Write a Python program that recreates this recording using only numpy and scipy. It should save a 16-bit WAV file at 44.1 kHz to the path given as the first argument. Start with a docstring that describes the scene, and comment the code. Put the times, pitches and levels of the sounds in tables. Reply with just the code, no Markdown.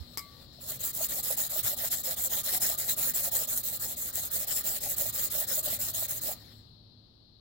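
"""A soft low bump, a light brush and a metal clank come first, over the low rumble of a workshop.
Then a hand scrubs a fibre abrasive pad back and forth over the machined face of an engine block, up close.
Grit scratches brightly (shaped noise), the block rings under it (resonators driven by grit),
and an open bore booms as the pad crosses it (resonant air). Hums and a hiss on the left fill the workshop."""
import sys
import numpy as np
from scipy import signal
from scipy.fft import rfft, irfft
from scipy.io import wavfile
from scipy.ndimage import uniform_filter1d

SR = 44100
rng = np.random.default_rng(int(sys.argv[2]) if len(sys.argv) > 2 else 0)


def master_out(mix):
    """Clip the mix to full scale and print it as 16-bit PCM to the path in sys.argv[1]."""
    frames = np.transpose(np.atleast_2d(mix))
    ceiling = np.clip(frames, -1, 1)
    pcm = np.round(ceiling * 32767).astype(np.int16)
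    wavfile.write(sys.argv[1], SR, pcm)


def invert_db(x):
    """Field ratio 10**(x/20) for x, a level in decibels (scalar or array-like)."""
    u = np.asarray(x, float) / 20
    return 10 ** u


N = 326719
T = np.arange(N) / SR
TOP_HZ = 15900  # upper end of the sound


def evened(x):
    """Scales to rms 1, over all channels together."""
    return x / np.sqrt(np.mean(x ** 2))


def read(points, hz):
    """Reads every column of a spectrum at hz, along a log frequency axis."""
    f, *columns = np.transpose(points)
    return np.array([np.interp(np.log(hz + 1), np.log(f + 1), c) for c in columns])


def wander(rate_hz, channels):
    """Slow chance of rms 1: noise smoothed down to rate_hz."""
    size = 2 ** 19
    spectrum = rfft(rng.standard_normal((channels, size)))
    spectrum = spectrum / (1 + (np.fft.rfftfreq(size, 1 / SR) / rate_hz) ** 2)
    return evened(irfft(spectrum)[:, :N])


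def bumps(events, width_s):
    """Sums a smooth bump in dB at each (s, dB) event."""
    return sum(db * np.exp(-((T - s) / width_s) ** 2) for s, db in events)


def resonate(x, hz, width):
    """A fixed resonance of gain about 1 at its peak; width in Hz."""
    r = np.exp(-np.pi * width / SR)
    pole = r * np.exp(2j * np.pi * hz / SR)
    return 2 * signal.lfilter([1 - r], [1, -pole], x).real


def grit(spread_db, channels):
    """Dense scratches of random sign; a few grains bite harder."""
    bite = np.minimum(rng.exponential(1, (channels, N)), 5)
    return evened(rng.standard_normal((channels, N)) * invert_db(spread_db * bite))


def coloured(x, ears, patchy_db):
    """Colour at each microphone port, with patches that drift as the hand shades the sound."""
    hz, _, z = signal.stft(x, SR, nperseg=512)
    patches = uniform_filter1d(rng.standard_normal(z.shape), 8, axis=1)
    patches = evened(uniform_filter1d(patches, 8, axis=2))
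    patches += patches[:1]  # partly shared by both ports
    colour = invert_db(read(ears, hz)) * (hz < TOP_HZ)
    z = z * colour[..., None] * invert_db(patchy_db * patches)
    return evened(signal.istft(z, SR, nperseg=512)[1][:, :N])


# The strokes of the pad from turn to turn, away and back alternately.
# Each row: start in seconds, scratch level early in the stroke in dB, scratch level late in dB, block ring in dB.
STROKE_ROWS = [(0.596, -44.5, -39.5, -53.5), (0.787, -38, -34.5, -48.5), (0.925, -33.5, -28.5, -44.5),
               (1.08, -31.5, -31, -43), (1.222, -31, -30, -41.5), (1.363, -31, -33.5, -41.5),
               (1.488, -32.5, -30.5, -42.5), (1.624, -31, -34, -42), (1.76, -33.5, -31, -43),
               (1.898, -29.5, -35.5, -43.5), (2.029, -32.5, -30.5, -41), (2.157, -33, -30, -44.5),
               (2.29, -30.5, -29.5, -41), (2.428, -30.5, -27.5, -39), (2.594, -27, -29.5, -38),
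               (2.768, -36, -30, -43), (2.957, -29, -28, -40.5), (3.132, -29.5, -28, -40.5),
               (3.306, -29.5, -31.5, -40.5), (3.468, -30, -30, -44), (3.627, -32, -33.5, -47.5),
               (3.788, -32, -33.5, -47.5), (3.957, -34, -34, -51.5), (4.121, -34.5, -36, -47),
               (4.298, -33, -33.5, -46), (4.463, -31, -30, -42.5), (4.629, -29.5, -30.5, -42),
               (4.8, -32.5, -32, -46), (4.958, -29, -34.5, -45), (5.119, -30.5, -29.5, -41),
               (5.295, -31.5, -31, -43), (5.464, -31.5, -28, -41.5), (5.622, -30.5, -32, -42),
               (5.784, -32, -32, -43.5), (5.928, -33, -32, -43), (6.076, -32.5, -34, -48),
               (6.203, -32, -32.5, -43.5)]


def strokes():
    """Hand speed 0-1, zero at every turn; scratch, lean and ring in dB; nearness to the thin wall 0-1."""
    lift_s = 6.385  # the pad leaves the metal
    ease_s, ease_to_db = 0.068, -37  # the hand eases off before the lift
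    set_off = 0.93  # below 1, the hand sets off faster than it slows
    ring_follows = 1  # dB of ring for each dB that the scratch swells within a stroke
    free_end_db = 0.5  # the block rings more toward one end of the travel
    lean_away_db, lean_back_db = -2.5, 0  # left minus right
    sag_at, sag_width = 0.53, 0.1  # shares of a stroke
    sag_away_db, sag_back_db, scratch_share = -4, -7, 0.33  # full sag is for the ring
    wall_away, wall_back, wall_width = 0.82, 0.22, 0.17  # shares of a stroke

    start, early_db, late_db, ring_db = np.transpose(STROKE_ROWS)
    turns = np.append(start, lift_s)
    length = np.diff(turns)
    travel = np.interp(T, turns, np.arange(len(turns)))
    done = travel % 1
    going = travel % 2 < 1
    speed = np.sin(np.pi * done ** set_off)

    away = np.arange(len(start)) % 2 == 0
    end_db = np.where(away, free_end_db, -free_end_db)
    swell_db = (ring_follows * (late_db - early_db) + end_db) / 2
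    knots = np.ravel(start + np.outer([.3, .65], length), "F")  # early and late point of each stroke
    ease_db = np.interp(T, [lift_s - ease_s, lift_s], [0, ease_to_db])

    def glide(early, late):
        return ease_db + np.interp(T, knots, np.ravel([early, late], "F"))

    # the ring sags where the pad spans the open bore, and the scratch a little
    sag_db = np.where(going, sag_away_db, sag_back_db) * np.exp(-((done - sag_at) / sag_width) ** 2)
    scratch = glide(early_db, late_db) + scratch_share * sag_db
    ring = glide(ring_db - swell_db, ring_db + swell_db) + sag_db
    lean = np.interp(T, start + length / 2, np.where(away, lean_away_db, lean_back_db))
    wall = np.exp(-((done - np.where(going, wall_away, wall_back)) / wall_width) ** 2)
    return speed, scratch, lean, ring, wall


# The pad brushes lightly before and after the scrubbing.
# Each row: time in seconds, relative level in dB.
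LIGHT_BRUSH = [(.125, -63), (.142, -56), (.165, -66.5), (.44, -61.5), (.47, -69), (.52, -70), (.528, -64.5),
               (6.33, -60.5), (6.53, -64.5), (6.58, -69.5), (6.85, -100)]
# The pad bites on a rim and the grit digs in for a moment.
# Each row: time in seconds, rise over the ring in dB.
RIM_BITES = [(.7, 10.5), (.853, 10.5), (1.691, 7), (2.798, 8.5), (2.899, 4.5), (4.355, 4), (4.57, 5),
             (4.679, 2), (5.343, 2)]


def scrub():
    """Fibres snag in short clumps; one hand motion drives the fibres, the block and the bore."""
    speed, scratch_db, lean_db, ring_db, wall = strokes()
    clumps_db = 1.5 * wander(400, channels=1)
    snags_db = clumps_db + 1.07 * wander(29, channels=1) + 0.64 * wander(33.8, channels=2)
    bites_db = bumps(RIM_BITES, width_s=0.02)
    touch_db = np.interp(T, *np.transpose(LIGHT_BRUSH)) + 0.53 * snags_db

    scratch_db = scratch_db + snags_db + 0.94 * bites_db + lean_db * [[.5], [-.5]]
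    scratch = fibres(speed, scratch_db, touch_db)
    ring = block(speed, ring_db + bites_db + 0.69 * snags_db, touch_db, wall)
    return scratch + ring + bore(speed, ring_db, touch_db)


# A fibre catches on an edge and snaps free.
# Each row: time in seconds, rise over the scratch in dB.
FIBRE_SNAPS = [(.950, 10), (2.175, 1.5), (3.368, 8), (3.8142, 9), (4.1567, 15), (4.4757, 8), (4.984, 15),
               (5.414, 8), (5.7268, 6)]
# Colour at the microphone ports: first the spectrum of the block, then that of the fibres.
# Each row: frequency in Hz, relative left level in dB, relative right level in dB.
PORT_COLOURS = [
    [(310, -15.5, -20.5), (1050, -24, -20), (1380, -15.5, -23.5), (2690, -22, -22.5), (3470, -12, -14.5),
     (4020, -6, -25), (4930, -13.5, -17), (5460, -10, -30), (6850, -35.5, -30.5)],
    [(4930, -36.5, -57), (6360, -6, -12.5), (7580, 1.5, -29), (8610, -9, -8), (9600, -9, -11.5),
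     (11130, -6.5, -3), (13200, -2.5, -4), (15160, -3, 2)],
]


def fibres(speed, scratch_db, touch_db):
    """Grit dragged by the fibres is bright noise whose level follows hand speed weakly."""
    snaps_db = bumps(FIBRE_SNAPS, width_s=0.00058)
    moving = np.tanh(3.3 * speed) ** 2.0  # soon full after each turn
    level = invert_db(scratch_db + snaps_db) * moving + invert_db(touch_db)
    return coloured(grit(0.45, channels=2), PORT_COLOURS[1], patchy_db=1.5) * level


# Modes of the block, lowest first.
# Each row: frequency in Hz, width in Hz, level in dB over the broad ring.
BLOCK_MODES = [(1217, 4.8, 16.5), (1858, 56, 5.5), (2035, 24, 3.5), (5200, 70, 2)]


def block(speed, ring_db, touch_db, wall):
    """Coarse grit shakes the modes of the block; the ring follows speed more than the scratch does."""
    grip = speed ** .75
    drive = grit(1.7, channels=2) * (invert_db(ring_db) * grip + invert_db(touch_db + 3))
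    path_gap_s = 0.00005  # the block's sound reaches the right port this much earlier
    drive[1] += 0.27 * np.roll(drive[0], -round(path_gap_s * SR))  # the whole block radiates to both ports

    ring = drive
    damped_db = 2.5 * wander(8, channels=len(BLOCK_MODES))  # the hand frees or damps the upper modes as it moves
    for k, (hz, width, db) in enumerate(BLOCK_MODES[1:]):
        ring = ring + invert_db(db + damped_db[k]) * resonate(drive, hz, width)
    hz, width, db = BLOCK_MODES[0]
    # the lowest mode rocks: the ports hear opposite sides
    ring = ring + invert_db(db) * resonate(drive, hz, width) * [[1], [-1]]
    # the thin wall answers as the pad passes
    ring = ring + invert_db(-5) * wall * resonate(drive, hz=2000, width=800)
    return coloured(ring, PORT_COLOURS[0], patchy_db=1.5) * np.sqrt(np.mean(drive ** 2))


# The pad edge crosses a hole.
# Each row: time in seconds, relative level in dB.
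HOLE_CROSSINGS = [(.59, -53), (.715, -45), (1.009, -35), (1.308, -31), (1.561, -37.5), (1.691, -44),
                  (1.844, -36), (2.1, -48), (2.321, -41), (2.636, -50), (2.703, -38.5), (3.416, -43),
                  (4.41, -43), (4.7, -47), (5.059, -44), (5.35, -42), (5.419, -40), (5.53, -69),
                  (5.733, -40), (6.027, -39.5), (6.241, -43), (6.289, -39)]
# Air in the half-covered holes.
# Each row: frequency in Hz, width in Hz, relative level in dB.
HOLE_AIR = [(525, 60, -2), (615, 90, 0), (770, 110, -4)]


def bore(speed, ring_db, touch_db):
    """Grit shakes the air in the holes: a share that follows the pad, a swell at each crossing."""
    under_pad = invert_db(ring_db - 7.5 + 2.7 * wander(20, channels=1)) * speed
    level = invert_db(touch_db - 5.5) + under_pad
    booms = sum(invert_db(db + 3.5) * np.exp(-((T - s) / 0.0089) ** 2) for s, db in HOLE_CROSSINGS)
    drive = rng.standard_normal((2, N))
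    drive[1] = 0.72 * drive[0] + 0.46 * drive[1]  # the ports hear mostly the same air

    open_db = 3.73 * wander(12, channels=len(HOLE_AIR))  # the pad covers now one hole, now another
    air = 0
    for k, (hz, width, db) in enumerate(HOLE_AIR):
        air = air + (-1) ** k * invert_db(db + open_db[k]) * resonate(drive, hz, width)
    steady = resonate(level * evened(air), hz=566, width=600)

    hz, width = HOLE_AIR[1][0], 110  # a crossing sounds the middle hole alone
    crossing = resonate(booms * evened(resonate(drive, hz, width)), hz, width)
    return (steady + crossing) * invert_db([[1], [-6]])  # stronger on the left


# The part lands and bounces.
# Each row: seconds after the first blow, relative level in dB.
PART_BOUNCES = [(0, 0), (.007, -3), (.0185, -2)]
# Modes of the small metal part.
# Each row: frequency in Hz, relative level in dB, time to fall 60 dB in seconds.
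PART_MODES = [(1147, -10, .6), (1270, -3, .045), (2220, -5, .11), (2040, -14, .25), (2116, -11, .3),
              (2326, -15, .22), (4800, -1, .05), (5141, 3, .06), (5450, -1, .04)]


def clank():
    """A small metal part knocks and bounces: bright cracks and a short rattle that shake its modes."""
    start_s, level_db = 0.1734, -29.5
    t = np.arange(SR // 2) / SR
    hits = sum(invert_db(db - 2.0 - 60 * np.maximum(t - s, 0) / 0.013) * (t >= s) for s, db in PART_BOUNCES)
    tails = invert_db(-7.5 - 60 * t / 0.074) + invert_db(-4.5 - 60 * t / 0.18)
    rattle = rng.standard_normal((2, len(t))) * (hits + tails)

    modes = sum(invert_db(db - 60 * t / t60) * np.sin(2 * np.pi * hz * t) for hz, db, t60 in PART_MODES)
    blows = 25 * np.diff(hits, prepend=0).clip(0)  # a click at each landing
    ring = signal.oaconvolve(rattle + blows, modes[None], axes=1)[:, :len(t)]
    ring = resonate(invert_db([[-35], [-41]]) * ring, hz=3900, width=4000)  # a small part radiates little bass
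    crack = resonate(rattle, 13500, 3300) + resonate(rattle, 7800, 940) * invert_db([[3], [-15]])

    out = np.zeros((2, N))
    out[:, round(start_s * SR):][:, :len(t)] = invert_db(level_db) * (ring + crack)
    return out


# Low bumps.
# Each row: time in seconds, level in dB, frequency in Hz, left minus right in dB.
LOW_BUMPS = [(0.016, -50.5, 79, -37), (1.651, -38.5, 110, 5)]


def thumps():
    """Each bump is a cycle or two of low pressure."""
    out = np.zeros((2, N))
    for s, db, hz, lean in LOW_BUMPS:
        pulse = np.exp(-((T - s) * hz) ** 2) * np.sin(2 * np.pi * hz * (T - s))
        out += invert_db(db + lean * np.array([[.5], [-.5]])) * pulse
    return out


# Spectrum of the workshop air.
# Each row: frequency in Hz, relative left level in dB, relative right level in dB.
AIR_SPECTRUM = [(24.8, -9.5, -30.5), (49.6, -5.5, 2), (110, -1, -3), (416, -16.5, -16), (1230, -26, -34),
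                (2290, -38.5, -36), (2660, -30.5, -38), (4194, -6, -74.5), (4930, -18, -55.5),
                (6540, -46, -56), (15000, -49, -43)]
# Likeness of the two ports.
# Each row: frequency in Hz, left-right correlation from -1 to 1.
PORT_LIKENESS = [(60, 1), (380, 0.43), (2380, -0.4), (15000, -0.081)]
# Loudness of the workshop air over time.
# Each row: time in seconds, level in dB.
AIR_LEVEL = [(0, -53), (.9, -52.5), (6.2, -51), (6.6, -55.5), (7, -58.5), (7.41, -60)]
# Hums, one table each.
# Each row: time in seconds, pitch in Hz, mean level in dB.
HUM_TRACKS = [
    [(0, 240.4, -63.5), (6.3, 239.3, -65), (7.41, 239.7, -78.5)],
    [(.55, 133.5, -59), (1.35, 135, -58), (1.55, 141, -79)],
    [(4.9, 107.5, -62), (6.45, 107, -55.5), (7.41, 106.3, -72.5)],
]


def workshop():
    """Noise with rumble alike at both ports and a hiss near 4 kHz on the left, and wavering sine hums."""
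    hz, _, z = signal.stft(rng.standard_normal((2, N)), SR, nperseg=2048)
    same = np.clip(read(PORT_LIKENESS, hz)[0], -1, 1)[:, None]
    z[1] = same * z[0] + np.sqrt(1 - same ** 2) * z[1]
    z = z * invert_db(read(AIR_SPECTRUM, hz))[..., None]
    air = evened(signal.istft(z, SR, nperseg=2048)[1][:, :N])
    out = air * invert_db(np.interp(T, *np.transpose(AIR_LEVEL)))
    for rows in HUM_TRACKS:
        s, pitch_hz, db = np.transpose(rows)
        level_db = np.interp(T, s, db, -120, -120) + 3.8 * wander(5.36, channels=1)
        phase = 2 * np.pi * np.cumsum(np.interp(T, s, pitch_hz)) / SR
        out += invert_db(level_db) * np.sin(phase)
    return out


def room(x):
    """A short, weak tail of random reflections, falling 60 dB in 0.16 s."""
    t = np.arange(SR // 4) / SR
    tail = rng.standard_normal((2, len(t))) * invert_db(-60 * t / 0.16)
    tail = tail / np.linalg.norm(tail[0])
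    return x + invert_db(-19.5) * signal.oaconvolve(x, tail, axes=1)[:, :N]


def scene():
    """Close sources through the room, over the bumps and the workshop air."""
    return room(scrub() + clank()) + thumps() + workshop()


def band_limit(x):
    """A steep low-pass at the top of the band."""
    return signal.sosfilt(signal.butter(12, 17100, fs=SR, output="sos"), x)


def record(dry):
    """A steep low-pass filter ends the band at TOP_HZ."""
    edge = signal.firwin(1023, TOP_HZ, window=("kaiser", 9), fs=SR)
    mix = signal.oaconvolve(dry, edge[None], "same", axes=1)
    return band_limit(mix)


dry = scene()
out = record(dry)
master_out(out)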